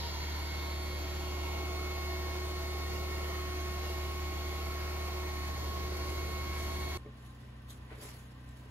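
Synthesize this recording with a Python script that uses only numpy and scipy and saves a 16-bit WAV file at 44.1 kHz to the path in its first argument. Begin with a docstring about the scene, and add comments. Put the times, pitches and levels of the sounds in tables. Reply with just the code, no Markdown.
"""An electric blower fills an air mattress in a small idling car: rotor tones on a shaft, filtered noise for air.
A nozzle leak dies away, hose whistles ring, and engine orders throb below.
A quiet moment fades in underneath, then the pumping is cut short: slower idle, cushion fabric rubbed and
bumped (swelling noise grips, ringing trim modes, short snaps), soft cabin air.
Two microphone ports a few centimetres apart hear most sources with phase shifts that vary with pitch."""
import sys
import numpy as np
from scipy import signal
from scipy.fft import rfft, irfft, next_fast_len
from scipy.io import wavfile
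from scipy.ndimage import map_coordinates

SR = 44100
rng = np.random.default_rng(int(sys.argv[2]) if len(sys.argv) > 2 else 0)


def pcm_store(signal):
    """Save signal as 16-bit PCM."""
    levels = np.round(np.clip(np.atleast_2d(signal), -1, 1) * 32767)
    wavfile.write(sys.argv[1], SR, levels.astype(np.int16).T)


N = 383669
TIME = np.arange(N) / SR
SIZE = next_fast_len(N)
HZ = np.maximum(np.arange(SIZE // 2 + 1) * SR / SIZE, 1)


def amp(db):
    """Decibels to gain."""
    return 10 ** (np.asarray(db) / 20)


def rms_one(x):
    """Scale to rms 1."""
    return x / np.sqrt(np.mean(x ** 2) + 1e-20)


def in_time(rows):
    """Columns of a curve, one value a sample."""
    s, *columns = np.transpose(rows)
    return [np.interp(TIME, s, c) for c in columns]


def in_pitch(rows):
    """Columns of a spectrum, one value a bin, interpolated over log frequency."""
    hz, *columns = np.transpose(rows)
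    return [np.interp(np.log(HZ), np.log(hz), c) for c in columns]


def drift(rate_hz):
    """Slow random curve of rms 1: white knots through a two-pole low-pass."""
    knots_per_s, settle = 200, 400
    knots = rng.standard_normal(int(N / SR * knots_per_s) + settle + 2)
    r = np.exp(-2 * np.pi * rate_hz / knots_per_s)
    slow = signal.lfilter([1], [1, -2 * r, r * r], knots)[settle:]
    return np.interp(TIME * knots_per_s, np.arange(len(slow)), rms_one(slow))


def bell(hz, width_hz):
    """Resonance gain over frequency: top 1, width at half gain."""
    return 1 / (1 + (2 * (HZ - hz) / width_hz) ** 2)


def bells(rows):
    """Sum of resonance gains with levels in dB."""
    return sum(amp(db) * bell(hz, width_hz) for hz, width_hz, db in rows)


def at_ports(x, ports, other=None):
    """Right port: the shifted sound, mixed with unrelated sound where reflections blur it."""
    alike, lead_rad, balance_db = in_pitch(ports)
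    alike = 1 if other is None else np.clip(alike, 0, 1)
    left = rfft(x, SIZE)
    right = alike * left * np.exp(1j * lead_rad)
    if other is not None:
        right += np.sqrt(1 - alike ** 2) * rfft(other, SIZE)
    pair = [left * amp(balance_db / 2), right * amp(-balance_db / 2)]
    return irfft(pair, SIZE)[:, :N]


def noise(gain, ports, grain_db=0):
    """Coloured stereo noise of rms 1; random per-sample gains make it grainy."""
    grains = amp(grain_db * np.minimum(rng.exponential(1, SIZE), 5))
    white = rng.standard_normal((2, SIZE)) * grains
    pair = irfft(rfft(white) * gain, SIZE)
    return rms_one(at_ports(pair[0], ports, pair[1]))


# cabin reflections colour the air unevenly
PATCH_DB, PATCH_HZ, PATCH_S = 2.5, 140, .3


def patchy(x, patch_db=PATCH_DB, patch_hz=PATCH_HZ, patch_s=PATCH_S):
    """Gains that wander smoothly over pitch and time; rms 1."""
    hz, s, z = signal.stft(x, SR, nperseg=1024)
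    grid = rng.standard_normal((int(SR / 2 / patch_hz) + 2, int(N / SR / patch_s) + 2))
    where = np.meshgrid(hz / patch_hz, s / patch_s, indexing="ij")
    gain = amp(patch_db * map_coordinates(grid, where, order=1))
    return rms_one(signal.istft(z * gain, SR)[1][:, :N])


def shaft(hz, jitter, rate_hz):
    """Angle of a shaft whose speed wavers."""
    return 2 * np.pi * np.cumsum(hz * (1 + jitter * drift(rate_hz))) / SR


def orders(rows, turn, flutter_db, flutter_hz):
    """Sines on multiples of the shaft angle, each fluttering on its own."""
    out = 0
    for k, db in rows:
        gain = amp(db + flutter_db * drift(flutter_hz))
        out = out + gain * np.sin(k * turn + rng.uniform(0, 2 * np.pi))
    return np.sqrt(2) * out


def tone(rows, jitter, flutter_db):
    """One sine that follows a pitch and level curve."""
    hz, db = in_time(rows)
    return orders([(1, db)], shaft(hz, jitter, 12), flutter_db, flutter_hz=12)


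# blower at the ports: pitch_hz, noise_likeness_0_to_1, right_lead_rad, left_minus_right_db
BLOWER_PORTS = [(40, 1, 0, 0), (75, .99, .12, 0), (110, .4, 1, 1), (150, .7, .5, 1), (195, .65, .8, .5),
                (260, .5, .8, -1), (360, .75, .15, -2.8), (420, .65, 1, -1.5), (600, .3, .9, -1.5),
                (760, .65, 1.6, -1.5), (930, .2, .2, -.5), (1090, .45, .6, -2.8), (1400, .45, -.4, -.5),
                (1800, .4, 2.3, -.3), (2200, .5, 1.4, -2.5), (2600, .4, 2.2, -.3), (3500, .45, 1.9, -1.2),
                (4000, .4, 2.8, 0), (4300, .4, 2.6, 1.5), (5400, .3, 3.4, -1.5), (6600, .6, 4.1, -1.2),
                (7500, .8, 3.7, 0), (7900, .998, 3.14, 0), (10000, .998, 3.14, 0), (10600, .72, 2.5, -.3),
                (11500, .5, 1.4, 0), (12400, .8, .4, 0), (13000, .998, 0, 0)]
# how loose the nozzle sits: time_s, looseness_db
LOOSENESS = [(0, 10), (.7, 1), (1.3, -2), (1.6, -6.5), (5.4, -2.5), (5.8, -1), (6.97, -2.5)]
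# high hiss and its tone: time_s, lower_band_db, upper_band_db, order_24_db
HISS = [(0, -61, -61, -72), (1.2, -59, -63, -67), (2.2, -57, -68, -64), (3.3, -55.5, -75, -61),
        (4.3, -59, -65, -65), (5, -56.5, -64, -67), (6, -59, -62, -69), (6.97, -56.5, -59, -70)]
# rotor speed: time_s, turns_per_s
ROTOR_SPEED = [(0, 362.5), (.45, 361.9), (.9, 363.2), (1.3, 363.5), (6.97, 363.6)]


def blower():
    """One shaft angle times both the rotor tones and the pulse in the rush; nozzle looseness steers levels."""
    loose_db, = in_time(LOOSENESS)
    lower_db, upper_db, order_24_db = in_time(HISS)
    turn = shaft(in_time(ROTOR_SPEED)[0], jitter=.0006, rate_hz=12)
    tones = at_ports(rotor(turn, loose_db, order_24_db), BLOWER_PORTS) + high_tones(turn)
    air = air_rush(turn) + nozzle_leak() + hiss(lower_db, upper_db)
    return tones + air + bag_drone(loose_db)


# main tones as the mattress shifts around the blower: time_s, order_1_db, order_3_db, order_6_db
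MAIN_TONES = [(0, -59, -78, -70), (.55, -56.5, -56.5, -48.5), (.72, -51, -55.5, -54.5),
              (1.15, -49.5, -55.5, -55), (1.6, -47, -51.5, -50.5), (2.3, -47, -51, -51.5),
              (3.75, -47.5, -50, -54.5), (4.64, -50.5, -50, -53.5), (5.28, -46.5, -49.5, -54.5),
              (5.6, -56.5, -50.5, -63), (5.88, -46, -49, -57.5), (6.3, -51.5, -50.5, -50),
              (6.97, -51, -49.5, -54)]
# steady orders: multiple, level_db_rms
STEADY_ROTOR = [(4, -66), (5, -62), (18, -68), (36, -72)]
# orders raised by a loose nozzle: multiple, level_db_rms_at_0_db_looseness
LOOSE_ROTOR = [(5, -61), (13, -65), (14, -66), (17, -72)]
# orders raised by a tight nozzle: multiple, level_db_rms_at_0_db_looseness
TIGHT_ROTOR = [(7, -66), (8, -69)]
FAINT_ORDERS = range(15, 39)


def rotor(turn, loose_db, order_24_db):
    """Rotor tones at multiples of the shaft speed."""
    first_db, third_db, sixth_db = in_time(MAIN_TONES)
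    main = orders([(1, first_db), (3, third_db), (6, sixth_db)], turn, flutter_db=1.6, flutter_hz=14)
    whine = orders(STEADY_ROTOR + [(24, order_24_db)], turn, flutter_db=2.2, flutter_hz=14)
    faint = orders([(k, -80) for k in FAINT_ORDERS], turn, flutter_db=4.5, flutter_hz=1.2)
    loose = amp(loose_db) * orders(LOOSE_ROTOR, turn, flutter_db=3, flutter_hz=5)
    tight = amp(-loose_db) * orders(TIGHT_ROTOR, turn, flutter_db=2.2, flutter_hz=14)
    return main + whine + faint + loose + tight


# high tones by shifting paths: time_s, orders_9_to_12_in_step_db (4 columns),
# orders_9_to_12_opposed_db (4 columns), left_minus_right_db
HIGH_TONES = [(0, -64, -72, -60, -58, -63, -75, -60, -54, -3),
              (.4, -66, -66, -63, -60, -65, -75, -66, -57, -3),
              (.6, -63, -61, -59, -54.5, -63, -72, -70, -66, 0),
              (1.3, -61, -66, -68, -59, -61, -66, -67, -66, -4),
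              (1.75, -70, -67, -73, -64, -66, -64, -66, -55, 1),
              (2.7, -67, -65, -74, -66, -65, -63, -64, -54, 2),
              (4.1, -68, -72, -73, -65, -64, -70, -62, -61, 1),
              (5.7, -71, -71, -74, -62, -65, -72, -59, -59, 0),
              (6.97, -63, -71, -70, -57, -64, -75, -56, -63, 0)]
HIGH_ORDERS = (9, 10, 11, 12)


def high_tones(turn):
    """Each order has a part in step and a part opposed at the ports, a quarter cycle apart."""
    *high_db, balance_db = in_time(HIGH_TONES)
    left_right = np.array([[1], [-1]])
    out = 0
    for k, step_db, opposed_db in zip(HIGH_ORDERS, *np.split(np.array(high_db), 2)):
        angle = k * turn + rng.uniform(0, 2 * np.pi)
        step = amp(step_db) * np.sin(angle)
        opposed = amp(opposed_db) * np.cos(angle) * left_right
        out = out + amp(1.5 * drift(12)) * (step - opposed)
    return np.sqrt(2) * out * amp(balance_db / 2 * left_right)


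# air rush spectrum: pitch_hz, relative_density_db
RUSH = [(25, -54), (60, 0.5), (130, -4.5), (250, -9.5), (420, -3), (1050, -5), (1200, -15.5), (1700, -12.5),
        (3000, -13.5), (5500, -16.5), (7000, -16), (9000, -32.5), (11500, -22), (14000, -27),
        (15700, -32.5)]
# cabin and hose resonances in the rush: pitch_hz, width_hz, boost_db
HOSE = [(300, 49, 8), (888, 27, -8.5), (1318, 185, 9.5), (1846, 39, 11), (2157, 350, 7.5), (2792, 46, 9.5),
        (4890, 260, 5.5), (12660, 870, 5.5)]
RUSH_DB, RUSH_PULSE_DB = -44, 0.94


def air_rush(turn):
    """Turbulent noise coloured by hose and cabin, pulsing once a turn."""
    colour_db = in_pitch(RUSH)[0]
    colour_db = colour_db + sum(db * bell(hz, width_hz) for hz, width_hz, db in HOSE)
    level_db = RUSH_DB + .5 * drift(12.0) + RUSH_PULSE_DB * np.sin(turn)
    return amp(level_db) * patchy(noise(amp(colour_db), BLOWER_PORTS))


# leak at the ports: pitch_hz, noise_likeness_0_to_1, right_lead_rad, left_minus_right_db
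LEAK_PORTS = [(3000, 0.57, 0.59, .1), (6000, 0.41, 1.3, .1)]
LEAK_START_DB, LEAK_LAST_DB, LEAK_SEALS_S = -49, -62, 0.78


def nozzle_leak():
    """Band of air noise that dies away as the nozzle seats."""
    fall_db = (LEAK_START_DB - LEAK_LAST_DB) * np.exp(-TIME / LEAK_SEALS_S)
    level_db = LEAK_LAST_DB + fall_db + 1.5 * drift(3.9)
    return amp(level_db) * patchy(noise(bell(3920, 2450) ** 2, LEAK_PORTS))


def hiss(lower_db, upper_db):
    """Two bright noise bands, the lower from the valve, fluttering together."""
    lower = amp(lower_db) * noise(bell(8500, 2600) ** 2, BLOWER_PORTS)
    upper = amp(upper_db) * noise(bell(10400, 2200) ** 2, BLOWER_PORTS)
    return amp(drift(8)) * (lower + upper)


# bag resonances: pitch_hz, width_hz, relative_level_db
BAG = [(671, 29, 3.5), (710, 21, 0), (790, 34, 1)]
BAG_DB, BAG_FOLLOWS = -57, 1   # level at 0 dB looseness; dB per dB of tightness


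def bag_drone(loose_db):
    """Noise in the bag's resonances, louder the tighter the nozzle."""
    return amp(BAG_DB - BAG_FOLLOWS * loose_db) * noise(bells(BAG), BLOWER_PORTS)


# breathy hose whistles, never below lasting_db: pitch_hz, width_hz, start_db, fall_db_per_s, lasting_db
WHISTLES = [(926, 40, -57.5, 2.5, -73), (1877, 22, -70, 3, -64.5), (4980, 160, -62, 13, -86.5),
            (1015, 17, -70, 3, -65)]
# wobbling whistle at the start: time_s, pitch_hz, level_db
WOBBLE = [(0, 910, -56), (.055, 935, -47), (.12, 930, -63), (.18, 885, -56), (.235, 928, -49),
          (.3, 953, -62), (.4, 937, -75)]


def whistles():
    """Air edges sing into narrow resonances, some fading to a lasting level, others steady throughout."""
    white = rfft(rng.standard_normal(SIZE))
    out = tone(WOBBLE, jitter=0.00393, flutter_db=0.5)
    for hz, width_hz, start_db, fall_db_per_s, last_db in WHISTLES:
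        level_db = np.maximum(start_db - fall_db_per_s * TIME, last_db)
        out = out + amp(level_db) * rms_one(irfft(white * bell(hz, width_hz), SIZE)[:N])
    return at_ports(out, BLOWER_PORTS)


# idle while pumping: multiple, relative_level_db
FAST_IDLE = [(1, -20.5), (2, 0.33), (3, -19), (4, -21), (5, -19.5), (5.5, -28), (6, -26.5), (7.25, -24.5),
             (8.25, -27), (9, -23), (16, -25.5), (18, -22)]
FAST_IDLE_HZ, FAST_IDLE_DB = 37.05, -38.5
# idle in the quiet moment: multiple, relative_level_db
SLOW_IDLE = [(1, -21.5), (2, 0.9), (3, -8), (4, 0.5), (6, -20), (7, -10), (8, -15.5), (9, -14.5)]
SLOW_IDLE_HZ, SLOW_IDLE_DB = 31.03, -54
BODY_SMEAR = .4   # the body spreads each throb: rad per order squared


def idle(rows, hz, level_db, ports):
    """Engine orders boom through the body, phases tied to one shaft so that they throb."""
    turn = shaft(hz, jitter=0.00298, rate_hz=3.1)
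    boom = 0
    for k, db in rows:
        boom = boom + amp(db + 0.34 * drift(8.6)) * np.cos(k * turn + BODY_SMEAR * k * k)
    return amp(level_db) * at_ports(np.sqrt(2) * boom, ports)


# quiet moment at the ports: pitch_hz, noise_likeness_0_to_1, right_lead_rad, left_minus_right_db
CABIN_PORTS = [(60, .99, 0, 0), (130, .95, 0, 0), (290, .72, .1, .2), (700, .12, .4, 0), (5000, .25, -3, 0),
               (6400, .6, 0, 0), (7500, .65, 1.7, 0), (8200, .998, 3.14, 0), (8800, .998, 3.14, 0),
               (9500, .7, 4.3, 0), (10400, .998, 6.28, 0), (11600, .998, 6.28, 0), (12000, .6, 7.4, 0),
               (12800, .998, 9.42, 0), (14100, .99, 9.42, 0), (14700, .4, 11.5, 0), (15200, .99, 12.57, 0)]
# grips and rubs: peak_s, fade_20_db_s (at least .01 is used), bright_rustle_db, dull_rub_db
GRIPS = [(5.97, -0.8, -48, -72), (6.1, 0.15, -52, -70), (6.6, 0.24, -52, -70), (6.8, -0.03, -55, -68),
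         (6.97, 0.1, -65, -75), (7.255, 0.45, -66, -75.5), (7.705, 0.06, -53.5, -58), (7.78, 2, -73, -79.5),
         (7.915, 0.13, -71, -52.5), (8.025, 0.15, -52, -56.5), (8.058, 0.2, -61.5, -59),
         (8.14, 0.23, -65, -68), (8.32, 0, -76.5, -80), (8.49, 0.3, -74, -73.5), (8.574, 0.3, -69, -72)]
# rustle spectrum: pitch_hz, relative_density_db
BRIGHT = [(1500, -26.5), (3500, 3.5), (6000, -1.5), (8000, 2.5), (11000, -0.5), (13500, -3.5), (15700, -10)]
# rub spectrum: pitch_hz, relative_density_db
DULL = [(250, -6), (400, 1), (700, -2), (1200, -4.5), (2200, -3.5), (4500, -19), (8000, -49)]
CREASE_DB, CREASE_HZ, CREASE_S = 4.5, 350, .03   # each crease has a pitch of its own
CRUMPLE_DB = 2   # creases give way in clumps
RISE_SHARE = 0.38   # rise time / fade time


def fabric():
    """Coated cloth rustles and rubs under the hands: each grip swells fast and fades."""
    s, fade_s, bright_db, dull_db = np.transpose(GRIPS)[:, :, None]
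    fade_s = np.maximum(fade_s, .01)
    shape_db = -20 * np.maximum((TIME - s) / fade_s, (s - TIME) / (RISE_SHARE * fade_s))
    rustle = noise(amp(in_pitch(BRIGHT)[0]), CABIN_PORTS, grain_db=3.0)
    rustle = patchy(rustle, CREASE_DB, CREASE_HZ, CREASE_S) * amp(CRUMPLE_DB * drift(37.0))
    rub = noise(amp(in_pitch(DULL)[0]), CABIN_PORTS, grain_db=3.0) * amp(CRUMPLE_DB * drift(40.0))
    bright_gain = amp(bright_db + shape_db).sum(axis=0)
    dull_gain = amp(dull_db + shape_db).sum(axis=0)
    return bright_gain * rustle + dull_gain * rub


# soft bumps on the trim: start_s, level_db
KNOCKS = [(7.05, -56), (7.062, -48), (7.907, -57), (7.916, -53), (7.929, -51.5), (7.981, -55), (8.021, -54),
          (8.033, -53), (8.048, -53), (8.053, -57), (8.66, -59)]
# trim modes: pitch_hz, relative_level_db, t60_s
TRIM = [(328, -10, 0.069), (427, 3, 0.13), (568, -10, 0.17), (714, -16, 0.071), (302, 3.5, 0.021),
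        (2170, -9, .03)]
# seam snaps: start_s, relative_level_db
SNAPS = [(8.4891, -51), (8.5689, -52)]


def bumps():
    """Knocks ring the trim's modes; seam snaps are short bright bursts."""
    ring = np.zeros(N)
    for s, db in KNOCKS:
        age_s = np.maximum(TIME - s, 0)
        for hz, mode_db, t60_s in TRIM:
            ring += amp(db + mode_db - 60 * age_s / t60_s) * np.sin(2 * np.pi * hz * age_s)
    burst = np.zeros(N)
    for s, db in SNAPS:
        age_s = np.maximum(TIME - s, 0)
        burst += amp(db - 60 * age_s / 0.032) * (TIME >= s)
    snaps = .4 * burst * noise(amp(in_pitch(BRIGHT)[0]), CABIN_PORTS)
    return at_ports(ring, CABIN_PORTS) + snaps


# cabin air and engine noise: pitch_hz, relative_density_db
CABIN = [(25, -28), (60, 6), (140, -2), (280, -2.5), (340, -7), (900, -12.5), (1060, -10.5), (1350, -16),
         (1850, -18), (2300, -18.5), (2800, -17.5), (4500, -25.5), (6500, -34.5), (15700, -42)]
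CABIN_DB = -55.5
# faint breathy tones: pitch_hz, width_hz, level_db
VENTS = [(1140, 40, -73), (1560, 70, -73), (1820, 70, -72), (1950, 40, -77)]
# faint drifting hum: time_s, pitch_hz, level_db
HUM = [(7.12, 1050, -70), (7.38, 1040, -70), (7.48, 1029, -73), (8.14, 1028, -71), (8.25, 1068, -73),
       (8.42, 1032, -72), (8.7, 1003, -70)]


def db_sum(rows):
    """Total power of the last column, in dB."""
    return 10 * np.log10(np.sum(amp(np.array(rows)[:, -1]) ** 2))


def cabin():
    """Soft air noise, narrow noise bands as breathy tones, and a sine hum alike in both ports."""
    air = amp(CABIN_DB + .5 * drift(9.6)) * noise(amp(in_pitch(CABIN)[0]), CABIN_PORTS)
    # dividing by root width keeps each band's power at its level
    vent_gain = sum(amp(db) * bell(hz, width_hz) / np.sqrt(width_hz) for hz, width_hz, db in VENTS)
    vents = amp(db_sum(VENTS)) * noise(vent_gain, CABIN_PORTS)
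    return air + vents + tone(HUM, jitter=.005, flutter_db=2.5)


CUT_S, CUT_FADE_S = 6.976, 0.0027
QUIET_START_S, QUIET_FADE_S = 5.42, 0.1


def scene():
    """The pumping moment ends at a cut; the quiet moment has faded in before it."""
    pumping = blower() + whistles() + idle(FAST_IDLE, FAST_IDLE_HZ, FAST_IDLE_DB, BLOWER_PORTS)
    quiet = fabric() + bumps() + idle(SLOW_IDLE, SLOW_IDLE_HZ, SLOW_IDLE_DB, CABIN_PORTS) + cabin()
    fade_out = np.clip((CUT_S - TIME) / CUT_FADE_S, 0, 1)
    fade_in = np.clip((TIME - QUIET_START_S) / QUIET_FADE_S, 0, 1)
    return pumping * fade_out + quiet * fade_in


CUTOFF_HZ = 15700


def record(dry):
    """A steep elliptic low-pass cuts the top."""
    low_pass = signal.ellip(14, .5, 70, CUTOFF_HZ, fs=SR, output="sos")
    return signal.sosfilt(low_pass, dry)


dry = scene()
out = record(dry)
pcm_store(out)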